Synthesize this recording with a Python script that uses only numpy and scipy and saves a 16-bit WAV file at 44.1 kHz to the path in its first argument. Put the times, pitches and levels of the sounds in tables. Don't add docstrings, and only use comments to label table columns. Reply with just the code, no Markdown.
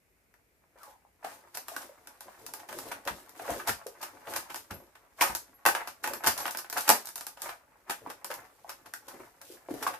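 import sys
import numpy as np
from scipy import signal
from scipy.fft import rfft, irfft, next_fast_len
from scipy.io import wavfile

SR = 44100
rng = np.random.default_rng(int(sys.argv[2]) if len(sys.argv) > 2 else 0)


def unload_wav(signal):
    wavfile.write(
        sys.argv[1],
        SR,
        np.round(np.clip(np.atleast_2d(signal).T, -1, 1) * 32767).astype(np.int16),
    )


N = 440559
TIME = np.arange(N) / SR


def from_db(db):
    return 10 ** (np.asarray(db) / 20)


def unit(x):
    return x / np.sqrt(np.mean(x ** 2) + 1e-20)


def in_time(rows):
    times, *columns = np.transpose(rows)
    return [np.interp(TIME, times, column) for column in columns]


def at_hz(points, hz):
    freqs, values = np.transpose(points)
    return np.interp(np.log(np.maximum(hz, 1)), np.log(freqs), values)


def flutter(rate):
    return unit(np.interp(TIME * rate, np.arange(N), rng.standard_normal(N)))


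def ring(x, hz, t60_s):
    r = from_db(-60 / (t60_s * SR))
    poles = [1, -2 * r * np.cos(2 * np.pi * hz / SR), r * r]
    return signal.lfilter(np.array([1, 0, -1]) * (1 - r * r) / 2, poles, x + 1e-18)


def colour(x, spectrum, size=2048):
    cepstrum = irfft(np.log(from_db(at_hz(spectrum, np.fft.rfftfreq(size, 1 / SR)))))
    cepstrum[1:size // 2] *= 2
    cepstrum[size // 2 + 1:] = 0
    pulse = irfft(np.exp(rfft(cepstrum)))
    pulse = (pulse / np.linalg.norm(pulse)).reshape((1,) * (x.ndim - 1) + (size,))
    return signal.fftconvolve(x, pulse, axes=-1)[..., :x.shape[-1]]


# freq_hz, correlation
CLOSE_LIKENESS = [(600, 0.97), (1400, 0.98), (3000, 0)]
ROOM_CORRELATION = [(450, 0.66), (800, 0.26), (1500, -0.3), (2800, 0.1)]
def stereo_noise(likeness, size):
    n = next_fast_len(size)
    mid, side = rfft(rng.standard_normal((2, n)))
    alike = np.clip(at_hz(likeness, np.fft.rfftfreq(n, 1 / SR)), -1, 1)
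    left_right = np.sqrt(1 + alike) * mid + np.sqrt(1 - alike) * side * [[1], [-1]]
    return unit(irfft(left_right, n)[:, :size])


# freq_hz, level_db
ROOM_TONE = [(20, -29.5), (35, -2), (55, 2.5), (200, -5.5), (450, -4.5), (1000, -15.5), (2300, -9),
             (3200, -22.5), (13500, -18.5)]
def room_tone():
    return from_db(-70) * unit(colour(stereo_noise(ROOM_CORRELATION, N), ROOM_TONE))


# freq_hz, t60_s
ROOM_DECAY = [(100, 0.25), (400, 0.21), (1000, 0.14), (5000, 0.25), (14000, 0.2)]
def room(x, first_s, build_s, size=22050):
    t, hz = TIME[:size], np.fft.rfftfreq(size, 1 / SR)
    echoes = rfft(stereo_noise(ROOM_CORRELATION, size))
    octaves_hz = 110 * 2. ** np.arange(8)
    onset = 1 - np.exp(-np.maximum(t - first_s, 0) / build_s)
    response = 0
    for centre, share in zip(octaves_hz, np.eye(len(octaves_hz))):
        fade = onset * from_db(-60 * t / at_hz(ROOM_DECAY, centre))
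        band = irfft(echoes * at_hz(np.c_[octaves_hz, share], hz), size)
        response = response + band * fade / np.linalg.norm(fade)
    return signal.fftconvolve(x, response, axes=-1)[:, :N]


def moving_room(x, count=6, patterns_per_s=14):
    out, place = 0, TIME * patterns_per_s
    for k in range(count):
        away = np.minimum(np.abs((place - k + count / 2) % count - count / 2), 1)
        out = out + room(x * np.cos(np.pi / 2 * away), first_s=.0014, build_s=0.00092)
    return out


# time_s, level_db
BODY_STIR = [(0, -85), (1.2, -76.5), (1.45, -64), (2.0, -63), (2.45, -61.5), (3.2, -60.5), (4.4, -60.5),
             (5.1, -69), (6.0, -63.5), (6.5, -68), (7.7, -70), (8.6, -61.5), (9.99, -66)]
def stirring():
    stir_db, = in_time(BODY_STIR)
    mix_db = [-2, -6.5, -9]
    return from_db(stir_db + np.c_[mix_db]) ** 2


# start_s, length_s, rubbing_db, hiss_db, folds_db
SLEEVE_STROKES = [(0.789, 0.11, -59.5, -63.5, -75), (1.265, 0.063, -53.5, -54, -58),
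                  (1.689, 0.14, -56.5, -52, -59.5), (2.24, 0.095, -59, -65, -70),
                  (2.398, 0.19, -62, -61.5, -64), (2.723, 0.1, -56.5, -50.5, -53),
                  (2.854, 0.036, -52.5, -51, -45), (3.105, 0.093, -68, -56, -66),
                  (3.382, 0.22, -53, -52.5, -51.5), (3.491, 0.037, -47, -44, -47),
                  (4.032, 0.18, -63.5, -71, -61.5), (4.29, 0.091, -43, -47.5, -51.5),
                  (4.522, 0.056, -66, -51.5, -58), (4.708, 0.1, -59, -71, -59),
                  (5.232, 0.049, -35.5, -41.5, -54), (5.726, 0.073, -44, -55, -76),
                  (6.07, 0.067, -50, -54, -51), (6.37, 0.1, -44, -47.5, -57),
                  (6.757, 0.13, -46, -46.5, -60), (7.426, 0.045, -42.5, -48, -65.5),
                  (8.051, 0.032, -48.5, -69, -49.5), (8.314, .11, -53, -79, -64),
                  (9.09, 0.16, -57, -64, -55.5), (9.454, 0.073, -66, -54, -64),
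                  (9.707, 0.18, -57.5, -54.5, -50)]
def sleeve_sweeps(attack_db_per_s=449.5, release_db_per_s=226.5):
    power, t = 0, TIME[::32]
    for start, length, *levels_db in SLEEVE_STROKES:
        swell_db = -attack_db_per_s * np.maximum(start - t, 0)
        fade_db = -release_db_per_s * np.maximum(t - start - length, 0)
        power = power + from_db(np.c_[levels_db] + np.maximum(swell_db + fade_db, -100)) ** 2
    return np.array([np.interp(TIME, t, layer) for layer in power])


def fading(rows, mix_db, db_per_s, backwards=False):
    times, clack_db, snap_db = np.transpose(rows)
    levels_db = np.array([clack_db, snap_db, clack_db]) + np.c_[mix_db]
    kicks = np.zeros((3, N))
    kicks[:, (times * SR).astype(int)] = from_db(levels_db) ** 2
    way = -1 if backwards else 1
    return signal.lfilter([1], [1, -from_db(-db_per_s / SR) ** 2], kicks[:, ::way] + 1e-18)[:, ::way]


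def jolts():
    sliding = fading(PART_SCRAPES, mix_db=[-14.5, -18.5, -28.5], db_per_s=747.5, backwards=True)
    settling = fading(PART_CLICKS + PART_SCRAPES, mix_db=[-23, -27.5, -40.5], db_per_s=142.5)
    return sliding + settling


def rustle(spectrum, catch_db, catch_rate, grain_db, grain_rate):
    catches = catch_db * np.clip(flutter(catch_rate), -2, 2)
    grains = grain_db * np.clip(flutter(grain_rate), -3, 3)
    return unit(colour(stereo_noise(CLOSE_LIKENESS, N) * from_db(catches + grains), spectrum))


# freq_hz, level_db
FOLD_SPECTRUM = [(40, -19), (110, -7), (180, -13), (255, -1), (540, 1), (700, -6.5), (1200, -28)]
RUB_SPECTRUM = [(300, -28), (560, -2), (900, 2), (1300, -2), (1700, -3.5), (2500, -11), (3300, -27),
                (6000, -56.5)]
FIBRE_SPECTRUM = [(1500, -9.5), (2900, 1), (5500, 2), (14500, 2.5)]
def clothing(moving):
    rubbing, hissing, flapping = np.sqrt(moving + jolts())
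    flap = flapping * rustle(FOLD_SPECTRUM, catch_db=3.5, catch_rate=55, grain_db=6.5, grain_rate=340)
    rub = rubbing * rustle(RUB_SPECTRUM, catch_db=4.5, catch_rate=82, grain_db=3.5, grain_rate=400)
    hiss = hissing * rustle(FIBRE_SPECTRUM, catch_db=0.5, catch_rate=92, grain_db=4.5, grain_rate=1300)
    hollow = from_db(-1) * ring(rub, hz=853, t60_s=0.18)
    return flap + rub + hollow + hiss


def blows(times, levels_db, spectrum, rise_s, decay_s, size=4096):
    t = TIME[:size]
    swell = (1 - np.exp(-t / rise_s)) * np.exp(-t / decay_s / 2)
    chatter = rfft(stereo_noise(CLOSE_LIKENESS, len(times) * size).reshape(2, -1, size) * swell)
    even = irfft(chatter / (np.abs(chatter) + 1e-12), size)
    bursts = colour(even * swell, spectrum)
    bursts /= np.sqrt(np.sum(bursts ** 2, axis=(0, 2), keepdims=True) / (2 * .01 * SR))
    out = np.zeros((2, N + size))
    for k, (start_s, level_db) in enumerate(zip(times, levels_db)):
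        start = int(start_s * SR)
        out[:, start:start + size] += from_db(level_db) * bursts[:, k]
    return out[:, :N]


# freq_hz, level_db
BODY_SPECTRUM = [(40, -30), (130, -11.5), (230, -1.5), (330, 3.5), (560, 3), (750, -11), (1200, -52)]
CLACK_SPECTRUM = [(260, -46.5), (570, -7.5), (740, -1.5), (900, 3), (1150, -4), (1550, -0.5), (2000, -8.5),
                  (2650, -8.5), (3300, -12.5), (6000, -24)]
SNAP_SPECTRUM = [(1200, -23), (2900, -10), (3600, -1), (5200, 5.5), (8000, 1.5), (12500, 5.5), (14500, 0.5)]
def contacts(rows, rise_s, clack_s, snap_s):
    times, clack_db, snap_db = np.transpose(rows)
    body = from_db(-18.5) * blows(times, clack_db, BODY_SPECTRUM, rise_s, decay_s=.005)
    clack = from_db(-3) * blows(times, clack_db, CLACK_SPECTRUM, rise_s, clack_s)
    snap = from_db(-1) * blows(times, snap_db, SNAP_SPECTRUM, rise_s, snap_s)
    return body + clack + snap


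def buckles(moving, ticks_per_s=14, clack_db=-3, snap_db=-8):
    chance = rng.random((300, 3))
    times = np.cumsum(-np.log(1 - chance[:, 0])) / ticks_per_s
    times, chance = times[times < TIME[-1]], chance[times < TIME[-1]]
    rubbing_db = 10 * np.log10(moving[0, (times * SR).astype(int)])
    scatter_db = 2 * chance[:, 1:] - 1
    levels_db = rubbing_db[:, None] + [clack_db, snap_db] + scatter_db
    return contacts(np.c_[times, levels_db], rise_s=0.00025, clack_s=0.0045, snap_s=0.0014)


# start_s, level_db
VEST_BUMPS = [(3.105, -48.5), (3.496, -44), (3.533, -55), (3.681, -44), (4.706, -43.5), (4.739, -61),
              (5.291, -46), (6.261, -45.5), (6.895, -50)]
def vest_bumps():
    times, level_db = np.transpose(VEST_BUMPS)
    thud = [(25, -27), (60, -8), (200, -11.5), (400, -20.5), (1500, -55)]  # freq_hz, level_db
    return from_db(1.5) * blows(times, level_db, thud, rise_s=0.002, decay_s=0.013)


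# time_s, level_db, pitch_hz
PISTOL_SLIDE = [(0.775, -100, 1500), (0.805, -59.5, 1420), (0.885, -56.5, 878), (0.955, -66, 871),
                (1.04, -100, 865)]
def grip_slide(width_hz=280):
    level_db, hz = in_time(PISTOL_SLIDE)
    friction = flutter(width_hz) + 1j * flutter(width_hz)
    return from_db(level_db) * np.real(friction * np.exp(2j * np.pi * np.cumsum(hz) / SR))


# start_s, level_db, pitch_hz
METAL_RINGS = [(4.74, -47, 11637), (5.211, -37, 1857), (5.211, -35, 2492), (5.542, -58, 11637),
               (6.14, -44, 11637), (6.415, -43, 11637)]
def metal_rings(t60_s=.2):
    out = np.zeros(N)
    for start_s, level_db, hz in METAL_RINGS:
        start = int(start_s * SR)
        t = TIME[:N - start][:SR // 2]
        out[start:start + len(t)] += from_db(level_db - 60 * t / t60_s) * np.sin(2 * np.pi * hz * t)
    return out


# start_s, level_db, pitch_hz
HOLLOW_KNOCKS = [(0.34, -64, 1720), (0.757, -59.5, 470), (0.878, -59, 525), (1.05, -60.5, 810),
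                 (1.246, -34.5, 737), (1.572, -40, 795), (1.717, -44.5, 610), (1.764, -35, 1470),
                 (1.893, -49.5, 560), (2.282, -49.5, 810), (3.397, -41.5, 680), (3.487, -37, 475),
                 (3.495, -33.5, 654), (3.511, -40.5, 590), (3.598, -41.5, 1460), (3.677, -35.5, 770),
                 (3.863, -39, 483), (5.211, -25, 2350), (5.213, -30, 960), (5.661, -20, 1070),
                 (5.676, -29, 830), (5.75, -33, 1660), (6.043, -36.5, 1620), (6.274, -42, 285),
                 (6.456, -42, 1330), (6.891, -26, 477), (6.895, -35, 232), (6.901, -27, 700),
                 (8.062, -39.5, 980), (8.301, -40, 510), (8.645, -47, 790), (8.938, -42, 1620),
                 (9.499, -47, 378), (9.686, -38.5, 474), (9.709, -36, 320), (9.866, -25.5, 1080)]
def hollow_knocks(cycles=6.4, push_s=0.0018, size=4096):
    out = np.zeros((2, N))
    for start_s, level_db, hz in HOLLOW_KNOCKS:
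        push = rng.standard_normal(size) * np.exp(-TIME[:size] / push_s)
        note = ring(ring(push, hz, cycles / hz), hz, cycles / hz)
        note /= np.sqrt(np.sum(note ** 2) / (.01 * SR))
        out[:, int(start_s * SR):][:, :size] += from_db(level_db) * note
    return out


# freq_hz, level_db
NEEDLE_SPECTRUM = [(3000, -22), (7000, -4), (12500, 2)]
def needles():
    times, _, snap_db = np.transpose(PART_CLICKS)
    return blows(times, snap_db - 3.5, NEEDLE_SPECTRUM, rise_s=.0001, decay_s=0.00031)


# start_s, clack_db, snap_db
PART_CLICKS = [(0.34, -65, -66), (0.832, -59, -49.5), (1.572, -38, -35), (1.683, -38.5, -40.5),
               (1.764, -39.5, -37.5), (2.072, -46.5, -46), (2.207, -46, -43), (2.464, -46, -39),
               (2.537, -39.5, -37), (2.727, -39.5, -45), (2.787, -39.5, -39), (3.052, -47, -48),
               (3.293, -56, -51), (3.867, -46, -41.5), (4.337, -34, -37.5), (4.544, -35.5, -39.5),
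               (4.559, -39, -37.5), (5.221, -22, -23), (5.238, -29, -32), (5.35, -34.5, -28),
               (5.653, -21.5, -32), (5.662, -15.5, -21.5), (5.674, -28, -29.5), (5.686, -21.5, -29.5),
               (5.75, -25.5, -34), (5.807, -40, -60), (6.041, -26.5, -40.5), (6.061, -34.5, -45),
               (6.075, -29, -35), (6.135, -34.5, -35), (6.455, -27, -44), (6.464, -37, -37),
               (6.479, -30, -40.5), (6.509, -59, -36), (6.548, -33, -46), (6.572, -45, -33.5),
               (6.645, -42.5, -65), (6.699, -41.5, -37), (6.727, -34.5, -34), (6.781, -35, -32.5),
               (6.808, -48, -32.5), (6.891, -16, -15), (6.9005, -16, -17.5), (7.049, -52, -54),
               (7.056, -71, -40), (7.071, -44, -38.5), (7.089, -43.5, -41), (7.157, -41, -35.5),
               (7.179, -43, -40.5), (7.209, -40.5, -38.5), (7.267, -39.5, -36), (7.419, -39.5, -34),
               (7.907, -32, -35.5), (8.245, -37, -36), (8.314, -34.5, -44), (8.34, -51, -40),
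               (8.937, -43.5, -38), (9.415, -50, -46.5)]
PART_SCRAPES = [(1.242, -38, -46.5), (1.544, -45, -40.5), (2.594, -44.5, -47.5), (2.686, -40, -46),
                (2.914, -33, -41.5), (3.072, -25.5, -34.5), (3.39, -41, -59), (3.592, -39, -51),
                (3.672, -30.5, -29.5), (3.683, -21.5, -24.5), (4.012, -48.5, -45), (4.026, -36, -36.5),
                (4.269, -40.5, -63), (4.358, -33, -31), (4.496, -37.5, -48), (4.706, -38, -45.5),
                (4.95, -52, -62), (5.208, -22, -21), (5.872, -34.5, -38.5), (6.036, -42, -35),
                (6.236, -28, -36.5), (6.261, -23, -21.5), (6.269, -20.5, -20), (6.375, -42, -34),
                (6.397, -36, -35), (6.583, -39.5, -37.5), (6.77, -28, -29.5), (6.875, -24.5, -27.5),
                (7.368, -45, -54), (7.487, -36, -45.5), (7.895, -30, -36), (8.098, -39.5, -44.5),
                (8.301, -35, -41), (8.691, -36, -37.5), (8.857, -47, -53), (9.08, -43.5, -41),
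                (9.824, -30, -32.5), (9.864, -27.5, -32.5), (9.936, -39, -47)]
# pitch_hz, level_db, t60_s
SHELL_MODES = [(545, -9.5, .06), (868, -2, 0.078), (1218, 8, 0.11), (1510, -1.5, 0.086), (1833, 6, 0.052),
               (2600, -2.5, 0.038), (5450, -5, 0.03)]
def gun_parts():
    clicks = from_db(-2) * contacts(PART_CLICKS, rise_s=0.00024, clack_s=0.0033, snap_s=0.002)
    scrapes = contacts(PART_SCRAPES, rise_s=0.0024, clack_s=0.0071, snap_s=0.0066)
    roughness = from_db(4.1 * np.clip(flutter(600), -2, 1.5) - 2)
    struck = clicks + scrapes * roughness
    shell = 0
    for hz, level_db, t60_s in SHELL_MODES:
        grip_db = 6 * np.clip(flutter(11), -2, 1)
        shell = shell + ring(struck * from_db(level_db + grip_db), hz, t60_s)
    return struck + from_db(-9) * shell + needles() + hollow_knocks()


def scene():
    moving = sleeve_sweeps() + stirring()
    near = gun_parts() + vest_bumps() + metal_rings() + grip_slide() + clothing(moving) + buckles(moving)
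    walls = from_db(-0.45) * moving_room(near)
    return near + walls + room_tone()


def record(dry):
    left_over_right = [(600, 1.0), (4400, 0.5), (11500, 0.8), (15000, -5)]  # freq_hz, level_db
    ceiling, cutoff_hz = .8, 14550
    n = next_fast_len(N)
    tilt_db = at_hz(left_over_right, np.fft.rfftfreq(n, 1 / SR)) * np.array([[.5], [-.5]])
    tilted = irfft(rfft(dry, n) * from_db(tilt_db), n)[:, :N]
    rounded = tilted / (1 + (tilted / ceiling) ** 6) ** (1 / 6)
    return signal.sosfilt(signal.ellip(10, .2, 80, cutoff_hz, fs=SR, output="sos"), rounded)


dry = scene()
out = record(dry)
unload_wav(out)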